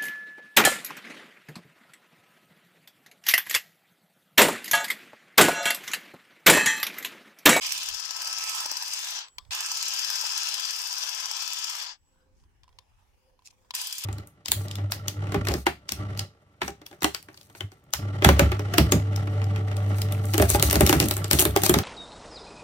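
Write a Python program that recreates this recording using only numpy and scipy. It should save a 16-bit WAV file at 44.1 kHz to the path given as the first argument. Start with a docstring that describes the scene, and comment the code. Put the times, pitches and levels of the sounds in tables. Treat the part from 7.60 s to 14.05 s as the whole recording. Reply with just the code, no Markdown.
"""A garden: small battery hedge shears run in three bursts close to a two-port microphone.
A motor drives a two-stage gear train and a crank: shaped noise rattles, rubs and clacks at each
stroke end, steel modes ring and sines locked to the shaft whine. Twigs part in decaying bursts.
Between bursts: clicks of noise and decaying sines, a noise-brushed twig, a far dove and small birds
as sines. Light wind, far rumble and a garden hush of shaped noise lie underneath."""
import sys
import numpy as np
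from scipy import signal
from scipy.fft import rfft, irfft, next_fast_len
from scipy.io import wavfile
from scipy.ndimage import uniform_filter1d, map_coordinates

SR = 44100
rng = np.random.default_rng(int(sys.argv[2]) if len(sys.argv) > 2 else 0)


def log_audio(samples):
    """Write samples as a 16-bit WAV file to the path given in sys.argv[1]."""
    # one column per channel
    frames = np.atleast_2d(samples).T
    # limit to full scale, then quantise
    limited = np.clip(frames, -1, 1)
    pcm = np.round(limited * 32767).astype(np.int16)
    wavfile.write(sys.argv[1], SR, pcm)


N = 284445


def amp(db):
    """Gain of a level in dB."""
    return 10 ** (np.asarray(db) / 20)


def unit(x):
    """Scaled so that the mean of the channels has rms 1."""
    mono = np.atleast_2d(x).mean(axis=0)
    return x / np.sqrt(np.mean(mono ** 2) + 1e-20)


def along(points, hz):
    """(Hz, value) points interpolated on a log axis."""
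    f, v = np.transpose(points)
    return np.interp(np.log(hz + 1), np.log(f + 1), v)


def curves(rows):
    """One value per sample for each column after the time."""
    s, *cols = np.transpose(rows)
    return [np.interp(np.arange(N) / SR, s, c) for c in cols]


def wobble(knots_per_s):
    """A smooth random curve through normal random knots."""
    at = np.arange(0, N + 16, 16)
    knots = rng.standard_normal(int(N * knots_per_s / SR) + 4)
    return np.interp(np.arange(N), at, map_coordinates(knots, [at * knots_per_s / SR]))


def swell(start_s, length_s, peak_at):
    """A smooth rise and fall of height 1; peak_at is the share of the length spent rising."""
    u = np.clip((np.arange(N) / SR - start_s) / length_s, 0, 1)
    return np.sin(np.pi / 2 * np.minimum(u / peak_at, (1 - u) / (1 - peak_at)))


def sides(db):
    """Left and right gains for a left-right difference."""
    return amp(np.array([db / 2, -db / 2]))


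def filtered(x, response):
    """x times a complex response of frequency."""
    m = next_fast_len(N + SR)
    return irfft(rfft(x, m) * response(np.fft.rfftfreq(m, 1 / SR)), m)[..., :N]


def above(hz, edge_hz):
    """Share of power that lies on the upper side of a soft band edge."""
    return 1 / (1 + (edge_hz / (hz + 1)) ** 24)


def patchy(x, depth_db):
    """Slow random patches of gain in time and frequency."""
    z = signal.stft(x, nperseg=512)[2]
    field = uniform_filter1d(rng.standard_normal(z.shape), size=5, axis=1)
    field = uniform_filter1d(field, size=24, axis=2)
    return signal.istft(z * amp(depth_db * field / field.std()), nperseg=512)[1][:, :N]


def rush(spectrum, shared=.1):
    """Stereo noise of one colour; a share of it is common to both ports."""
    noise = rng.standard_normal((2, N)) + shared * rng.standard_normal(N)
    return unit(filtered(noise, lambda hz: amp(along(spectrum, hz))))


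# Likeness of the ports. Each row: frequency in Hz, left-right correlation.
PORT_LIKENESS = [(300, 0.31), (800, 0.89), (1800, 0.31), (2500, 0.26), (3200, 0.42), (3900, 0.53),
                 (5000, 0.067), (6000, 0.31), (16000, 0.047)]
# Port balance. Each row: frequency in Hz, left-right difference in dB.
PORT_LEAN = [(60, -8), (110, 6), (200, -2), (380, -3.5), (700, -10.5), (1290, -1.5), (2380, 0.5),
             (4400, 10.5), (8120, -7.5), (15000, 2.5)]


def ports(pair, lag_s=.00016):
    """Two unrelated signals blended as the ports hear a near source; the left port is farther."""
    def blend(hz):
        turn = np.arccos(np.clip(along(PORT_LIKENESS, hz), -1, 1)) / 2
        return np.array([np.cos(turn), np.sin(turn)])

    def lag_and_lean(hz):
        ramp = np.exp(1j * np.pi * hz * lag_s * np.array([[-1], [1]]))
        return ramp * sides(along(PORT_LEAN, hz))

    mid, side = filtered(pair, blend)
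    return filtered(np.array([mid + side, mid - side]), lag_and_lean)


# Each row: time in s, buffet in dB, buffet left-right in dB, far rumble in dB.
WIND = [(0.0, -69, 1, -73), (0.36, -72, 26.5, -77.5), (0.43, -90, -9, -85), (0.55, -76, 16, -78.5),
        (0.7, -72.5, -10, -76), (1.0, -73.5, -15.5, -76.5), (1.04, -73, -12, -79), (1.38, -81, -4, -88),
        (1.65, -85.5, -15, -85), (1.9, -55.5, -17.5, -80), (2.01, -88, 2.5, -78), (2.23, -69, -11, -76),
        (2.39, -80, -3, -82), (4.04, -84, 2, -81.5), (4.42, -72, -4, -84.5), (4.62, -67.5, 4.5, -75.5),
        (5.37, -66, -1.5, -84), (6.14, -74.5, -5, -77.5), (6.25, -82, -18.0, -85), (6.45, -82.5, -3, -89)]
# Hush level. Each row: time in s, level in dB.
HUSH_LEVEL = [(1.75, -74.5), (4.4, -80), (4.95, -78), (6.1, -75.5)]
# Colours of buffet, far rumble and hush. Each row: frequency in Hz, density in dB per Hz.
BUFFET_COLOUR = [(12, -29.5), (20, 1), (38, -3.5), (68, -1), (99, -4.5), (160, -24), (210, -48),
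                 (350, -120)]
RUMBLE_COLOUR = [(76, -36.5), (130, 5), (329, 1), (420, -2), (550, -39.5), (920, -120)]
HUSH_COLOUR = [(240, -45.5), (400, -12), (521, -10.5), (688, -14), (842, -7), (1340, -16), (1430, -16),
               (2010, -18.5), (3050, -18), (3730, -25), (5330, -20.5), (6530, -24), (16300, -32.5)]


def garden():
    """Wind on the ports, far rumble and the rustling hush: three noises with wavering gain."""
    buffet_db, pan_db, rumble_db = curves(WIND)
    hush_db, = curves(HUSH_LEVEL)
    lumps = amp(2.8 * np.array([wobble(7.7), wobble(7)]) + 2.4 * wobble(14))
    buffet = amp(buffet_db) * sides(pan_db) * unit(lumps * rush(BUFFET_COLOUR, shared=.98))
    rumble = amp(rumble_db + 1.5 * wobble(8)) * rush(RUMBLE_COLOUR, shared=.72)
    flutter = amp(1.1 * wobble(8.3) + .94 * wobble(66))
    hush = flutter * patchy(rush(HUSH_COLOUR, shared=.25), depth_db=3.8)
    return buffet + rumble + amp(hush_db) * hush


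# Motor runs. Each row: on in s, off in s, one outward stroke end in s, full-speed crank turns per s.
BURSTS = [(0.006, 1.46, 0.8381, 18.135), (1.905, 4.135, 3.0512, 18.175), (6.135, 7.0, 6.2701, 18.0)]
SPIN_UP_S, COAST_S = .02, .25
ATTACK_S, KICK_S = .0075, .038  # the rattle sets in; the jolt of the start dies away


def motor():
    """Crank angle in turns, onset, share of speed left while coasting, and the jolt of each start."""
    t = np.arange(N) / SR
    angle, onset, coast, jolt = np.zeros((4, N))
    for on_s, off_s, end_s, turns_per_s in BURSTS:
        here, since_s = t >= on_s, np.maximum(t - on_s, 0)
        left = np.clip(1 - (t - off_s) / COAST_S, 0, 1)
        turns = np.cumsum(turns_per_s * (1 - np.exp(-since_s / SPIN_UP_S)) * left) / SR
        angle[here] = (turns - turns[round(end_s * SR)])[here]
        onset[here] = ((1 - np.exp(-since_s / ATTACK_S)) ** 2 * (left > 0))[here]
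        coast[here] = left[here]
        jolt[here] = np.exp(-since_s / KICK_S)[here]
    return angle, onset, coast, jolt


def strokes(angle, over_db):
    """Power of the clack at each stroke end over the hiss, strong outward and weak on the return."""
    ends = np.flatnonzero(np.diff(np.floor(2 * angle)) == 1)
    back = np.round(2 * angle[ends]) % 2
    scatter_db = (1.1 + 2.1 * back) * rng.standard_normal(len(ends))
    hits = np.zeros(N)
    hits[ends] = amp(2 * (over_db[ends] - 12 * back + scatter_db))  # doubled dB: power
    u = np.arange(SR // 25) / SR
    shape = (1 - np.exp(-u / .001)) ** 2 * (np.exp(-u / .0021) + .11 * np.exp(-u / .009))
    return np.abs(signal.fftconvolve(hits, shape)[:N])


# The tool moves about the microphone, one list a burst; levels precede each layer's offset.
# Each row: time in s, housing in dB, gears in dB, blade rub in dB, blade hiss in dB,
# clack over the hiss in dB, body left-right in dB, blade left-right in dB.
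TOOL = [
    [(0.08, -50, -39.5, -34.5, -46, 3.5, -6, 3.5), (0.114, -50, -38, -34.5, -43, 4, -2, -1),
     (0.482, -52.5, -50, -40.5, -54.5, 3, 8.5, 15), (0.664, -47, -44, -35, -46.5, 3, -3.5, 5.5),
     (0.752, -49, -45, -37, -51, 2.5, -0.5, 10.5), (0.87, -47.5, -43.5, -34.5, -45, 4, -6.5, 1.5),
     (1.014, -45, -42.5, -33.5, -43.5, 0.5, -6.5, 4), (1.078, -47, -45.5, -38, -49, 5.5, -2, 10.0),
     (1.46, -49.5, -43.5, -37.5, -47.5, -2, 0, 6.5)],
    [(1.98, -46, -41, -37, -48.5, 3, -2.0, 1), (2.11, -48.5, -43.5, -35, -46.5, 3.5, -2.0, 4.5),
     (2.24, -47.5, -41, -33.5, -45.5, 4.5, 1, 9.5), (2.73, -45.5, -41.5, -34.5, -46.5, -1.5, 1.5, 9.5),
     (2.94, -46.5, -40.5, -35, -47.5, 2.5, 4.5, 8.5), (3.3, -49, -45, -37, -47.5, 0, 4, 9),
     (3.76, -49, -44, -38.5, -50, 2.5, 3.5, 13), (4.13, -49.5, -42.5, -36.5, -49, 4, 0.5, 10),
     (4.14, -48.5, -45.5, -40, -49.5, 0, 3.5, 12)],
    [(6.2, -52.5, -45.5, -39, -44.5, 3.5, 3.5, 3), (6.402, -60.5, -49.5, -43.5, -45, 10, 4.5, 7),
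     (6.44, -53.5, -44, -40, -42.5, 2.5, 5, 10.5)],
]
# Tone of the last gear mesh, one list a burst. Each row: time in s, relative level in dB.
MESH = [
    [(0.05, -69.5), (0.108, -74.5), (0.178, -77), (0.202, -61), (0.63, -49), (1.008, -46.5), (1.058, -60),
     (1.46, -64)],
    [(1.95, -54), (2.26, -51), (2.5, -60.5), (2.9, -48), (2.93, -66), (2.99, -53), (3.3, -67), (3.65, -55),
     (4.11, -51.5), (4.14, -53)],
    [(6.18, -67), (6.206, -74), (6.44, -70)],
]
# Tones locked to the middle shaft. Each row: shaft order, dB relative to housing (gears above order 20).
SHAFT_TONES = [(8.7, -36.5), (10.5, -2), (12, -9.5), (15, -16), (16, -11), (17, -11), (25.9, 3.5),
               (29, -0.5), (31, -9.5)]
# Colours of housing and steel. Each row: frequency in Hz, density in dB per Hz.
BODY_COLOUR = [(210, -46), (350, -27), (377, -30.5), (1020, 1), (1120, -5), (1310, -1.5), (1430, -4.5),
               (1650, 0.5), (1940, -8), (2290, -3), (2570, 3.5), (2770, 2.5), (3410, 4.5), (3790, -0.5),
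               (4300, 7), (5590, -33.5), (9460, -120)]
STEEL_COLOUR = [(2180, -44), (3700, -32), (4430, -5.5), (4760, 4.5), (5000, 3), (7260, -6.5), (8340, -15),
                (10600, -17), (11400, -16), (12400, -12), (14700, -5), (15600, -33)]
# Blade modes. Each row: frequency in Hz, width in Hz, relative level in dB.
BLADE_MODES = [(7535, 20, -3), (7748, 14, -4), (8705, 80, -4), (9044, 30, -3), (11442, 70, 0),
               (13545, 100, -4), (14718, 150, -4)]
# Low push of the stroke ends: level in dB, one a burst; in the last the blade is closest.
THUMP_DB = [-89.5, -91, -83.5]
PINION_TEETH, WHEEL_TEETH = 13, 72  # on the middle shaft, on the crank
FADE_CURVE = 5.4  # the rattle holds while the motor slows, then drops away
HISS_HZ, HISS_FADE_CURVE = 7900, 2.83  # layers from here up fade first


def shears():
    """Rattle of gear teeth and rubbing blades, sounding through housing and steel."""
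    angle, onset, coast, jolt = motor()
    housing_db, gears_db, rub_db, hiss_db, over_db, body_pan_db, blade_pan_db = curves(np.vstack(TOOL))
    mesh_db, = curves(np.vstack(MESH))
    shaft = 2 * np.pi * angle * WHEEL_TEETH / PINION_TEETH + .06 * wobble(14)
    clack = strokes(angle, over_db)
    two_turns = round(2 * SR / BURSTS[0][-1])
    mean_clack = uniform_filter1d(clack, size=two_turns)
    white = patchy(ports(rng.standard_normal((2, N))), depth_db=2.04)

    # uneven teeth: the rattle throbs once a turn of the middle shaft and of the motor
    throb_db = .73 * np.cos(shaft) + .3 * np.cos(2.7 * shaft)
    rattle = amp(1.0 * wobble(900) + throb_db + .5 * wobble(40))
    load = np.cos(2 * np.pi * (angle + .15))  # the blades press hardest near the outward end
    passing = np.cos(2 * np.pi * (4 * angle + .021))  # blade teeth cross four times a turn

    # Each row: colour, from Hz, to Hz, clack share, load in dB, level in dB, left-right in dB,
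    # loss at standstill in dB, start jolt in dB.
    layers = [
        (BODY_COLOUR, 1, 470, 6, .8, housing_db + over_db - 33, body_pan_db - .3, 30, 6),
        (BODY_COLOUR, 470, 2000, 1.5, .8, housing_db, body_pan_db + 1.5, 36, 6),
        (BODY_COLOUR, 2000, 4000, .8, .8, gears_db - .3, body_pan_db - 2.5, 45, 6),
        (STEEL_COLOUR, 4000, 5500, 3, 1.8, rub_db - 7.5, blade_pan_db - 6, 45, 5),
        (STEEL_COLOUR, 5500, 8000, 6, 1.8, rub_db - 4.5, blade_pan_db - .5, 60, 5),
        (STEEL_COLOUR, 8000, 11000, 18, .4, hiss_db - 2.5, -3, 75, 6),
        (STEEL_COLOUR, 11000, SR, 60, .3, hiss_db - 6.5, -3.2, 80, 6)]
    out = 0
    for colour, lo_hz, hi_hz, blow, press_db, level_db, pan_db, loss_db, jolt_db in layers:
        def band_response(hz):
            share = np.abs(above(hz, lo_hz) - above(hz, hi_hz))
            return amp(along(colour, hz)) * np.sqrt(share)

        drive = white * rattle * amp(press_db * load + .78 * passing) * np.sqrt(1 + blow * clack)
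        drive = drive / np.sqrt(1 + blow * mean_clack)  # level counts rub and clack together
        curve = HISS_FADE_CURVE if lo_hz >= HISS_HZ else FADE_CURVE
        gain = onset * amp(level_db + jolt_db * jolt - loss_db * (1 - coast) ** curve)
        out = out + gain * unit(filtered(drive, band_response)) * sides(pan_db + np.zeros(N))
        push = gain * drive

    def blade_response(f):
        return sum(amp(db) * 1j * f * np.sqrt(width_hz) / (hz * hz - f * f + 1j * f * width_hz)
                   for hz, width_hz, db in BLADE_MODES)

    # rub and clacks of the top layer ring the steel
    out = out + amp(-57.0) * unit(filtered(push, blade_response))

    burst = np.searchsorted([on_s for on_s, *_ in BURSTS[1:]], np.arange(N) / SR)
    thump = unit(filtered(clack, lambda hz: above(hz, 91) ** .14 * (1 - above(hz, 420)) ** .102))
    out = out + onset * coast ** 2 * amp(np.take(THUMP_DB, burst)) * thump

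    port_phase = np.array([[0], [1.2]])  # radians
    tones = np.sin(PINION_TEETH * shaft + port_phase) * amp(mesh_db + 2.0)
    for order, db in SHAFT_TONES:
        part_db = gears_db if order > 20 else housing_db
        tone = np.sin(order * shaft + port_phase + 1.7 * wobble(15))
        tones = tones + tone * amp(db - 12.5 + part_db + 3.2 * wobble(15))
    return out + (1 - jolt) * onset * coast ** 3.2 * tones * sides(body_pan_db - 1.0)


# Twigs sheared through. Each row: start in s, relative level in dB, relative low push in dB.
CUTS = [(1.0567, -22.5, -28), (1.114, -24.5, -26.5), (2.638, -24.5, -45), (3.71, -31.5, -46)]


def cuts():
    """A woody chop as a thick twig parts: a snap, a knock in the housing and a short low push."""
    out, t = np.zeros(N + SR), np.arange(SR // 20) / SR
    soft = 1 - np.exp(-t / .00317)
    for start_s, db, push_db in CUTS:
        knock = amp(-60 * t / .021) * np.sin(2 * np.pi * 880 * t)
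        knock = knock + .42 * amp(-60 * t / .019) * np.sin(2 * np.pi * 620 * t)
        noise = uniform_filter1d(rng.standard_normal(len(t) + 1), size=4)
        snap = 1.3 * amp(-60 * t / .027) * np.diff(noise)
        push = amp(push_db + 11.0 - 60 * t / .028) * np.sin(2 * np.pi * 330 * t)
        out[round(start_s * SR):][:len(t)] += amp(db + .5) * soft * (knock + push + snap)
    return out[:N]


# A thin high ring lingers as the motor stops. Each row: start in s, relative level in dB, t60 in s.
BLADE_RINGS = [(1.63, -57.5, 1.2), (4.32, -71, 2.5)]
RING_HZ, RING_LASTS_S = 7754, .36


def ring():
    """One thin high steel mode that wavers irregularly while it fades."""
    t = np.arange(N) / SR
    fade = sum(swell(start_s, RING_LASTS_S, peak_at=.077) ** .29 * amp(db - 60 * np.abs(t - start_s) / t60_s)
               for start_s, db, t60_s in BLADE_RINGS)
    waver = amp(2.5 * wobble(60)) * np.abs(np.cos(.9 * wobble(15)))
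    return fade * waver * np.sin(2 * np.pi * RING_HZ * t + .4 * wobble(80))


# Trigger and grip. Each row: start in s, level in dB, then relative to it low knock in dB and ring in dB,
# left-right in dB.
CLICKS = [(1.6831, -37.5, -20, -26, 0), (1.7829, -21.5, -20.5, -25.5, 8), (1.8499, -47.5, -30, -18, -6.5),
          (1.9081, -21.5, -28, -27, -10), (4.558, -70, 5, -26, -5), (4.799, -61.5, -21, -22, -4),
          (4.837, -56.5, -7, -24, 0.5), (5.033, -44, -25, -24, 4), (5.0404, -52, -6, -18, -7.5),
          (5.0786, -50.5, -2, -28, -5.5), (5.0904, -53, -7, -18, -6), (5.127, -55, -12, -15, 2.5),
          (5.1865, -33, -15, -27.5, 6), (5.223, -65, -0.5, -22, -0.5), (5.7908, -54, -1.5, -30, -5),
          (5.8207, -55, -5, -18, -6), (5.8804, -47, -31, -16, -3), (5.905, -46, -25, -31, 2),
          (5.927, -66.5, 3.5, -26, -6), (6.0475, -58.5, -7, -17, -10), (6.107, -22, -14.5, -31, 2.5),
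          (6.1387, -27, -11, -27, -4.5)]
# Shell modes. Each row: frequency in Hz, relative level in dB, t60 in s.
SHELL_MODES = [(1093, -7.5, 0.17), (3310, -5.5, 0.12), (3600, -12.5, 0.22), (4140, -20, 0.16),
               (4610, -17.5, 0.27), (5190, -15.5, 0.25)]
# Crack colour. Each row: frequency in Hz, density in dB per Hz.
CRACK_COLOUR = [(820, -39), (1400, -7), (1650, -6), (2210, 2.5), (5060, 0), (10600, -15.5), (14700, -25),
                (16000, -12)]


def clicks():
    """Each click is a short crack, a knock in the hollow grip and a faint rough ring of the shell."""
    crack, shell = np.zeros((2, N + SR)), np.zeros((2, N + SR))
    t = np.arange(SR // 3) / SR
    soft = (1 - np.exp(-t / .00052)) ** 2
    for start_s, db, knock_db, ring_db, pan_db in CLICKS:
        first = round(start_s * SR)
        at = slice(first, first + len(t))
        gain = amp(db) * sides(pan_db)[:, None] * soft
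        crack[:, at] += gain * amp(-60 * t / .019) * rng.standard_normal((2, len(t)))
        rough = uniform_filter1d(rng.standard_normal((len(SHELL_MODES), len(t))), size=300, axis=1)
        shell_ring = sum(amp(ring_db + mode_db - 60 * t / t60_s) * r / r.std() * np.sin(2 * np.pi * hz * t)
                         for (hz, mode_db, t60_s), r in zip(SHELL_MODES, rough))
        knock = amp(knock_db + 2.5 - 60 * t / .032) * np.sin(2 * np.pi * 1000 * t)
        shell[:, at] += gain * (shell_ring + knock)
    return filtered(ports(crack[:, :N]), lambda hz: amp(along(CRACK_COLOUR, hz))) + shell[:, :N]


# Faint far chirps. Each row: start in s, start in Hz, end in Hz, length in s, peak in dB.
CHIRPS = [(4.453, 4520, 5120, .03, -89), (4.606, 4700, 5130, .03, -77), (5.406, 5070, 6200, .03, -83.5),
          (5.55, 3980, 6000, 0.023, -89), (5.688, 3200, 3260, 0.047, -93.5)]


def birds():
    """Short rising whistles: gliding sines under a half-sine swell."""
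    out = np.zeros(N)
    for start_s, from_hz, to_hz, length_s, db in CHIRPS:
        u = np.linspace(0, 1, round(length_s * SR))
        phase = 2 * np.pi * np.cumsum(from_hz + (to_hz - from_hz) * u) / SR
        out[round(start_s * SR):][:len(u)] += amp(db) * np.sin(np.pi * u) * np.sin(phase)
    return out


# Coos. Each row: start in s, length in s, frequency in Hz, relative level in dB.
COOS = [(4.46, 0.34, 523, -81.5), (5.09, 0.13, 520, -85), (5.602, 0.17, 520, -77.5),
        (5.907, 0.21, 512, -82.5)]


def dove():
    """Soft, breathy far coos, sines that swell toward their end."""
    t = np.arange(N) / SR
    breath = amp(3.1 * wobble(70))
    waver = .66 * wobble(45)  # radians
    coos = sum(amp(db + 7) * swell(start_s, length_s, peak_at=.7) ** .51 * np.sin(2 * np.pi * hz * t + waver)
               for start_s, length_s, hz, db in COOS)
    return breath * coos


# Brush strokes. 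Each row: start in s, length in s, peak level in dB.
BRUSHES = [(4.678, .24, -77), (5.826, .085, -52.5), (5.89, 0.036, -60.5)]
# Twig colour. Each row: frequency in Hz, density in dB per Hz.
TWIG_COLOUR = [(880, -62.5), (1500, -27.5), (2410, -11), (2610, -2.5), (2910, -16.5), (5170, -2),
               (7030, -4.5), (16000, -25.5)]


def brush():
    """Needles drag along the blade: rough noise in narrow swells."""
    drag = sum(amp(db) * swell(start_s, length_s, peak_at=.5) ** 5 for start_s, length_s, db in BRUSHES)
    return drag * unit(amp(3.5 * wobble(750)) * rush(TWIG_COLOUR))


def scene():
    """Everything as it reaches the two ports."""
    return garden() + shears() + cuts() + ring() + clicks() + birds() + dove() + brush()


TOP_HZ = 16300


def record(dry):
    """Nothing is kept above the band limit."""
    return filtered(dry, lambda hz: hz < TOP_HZ)


dry = scene()
out = record(dry)
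log_audio(out)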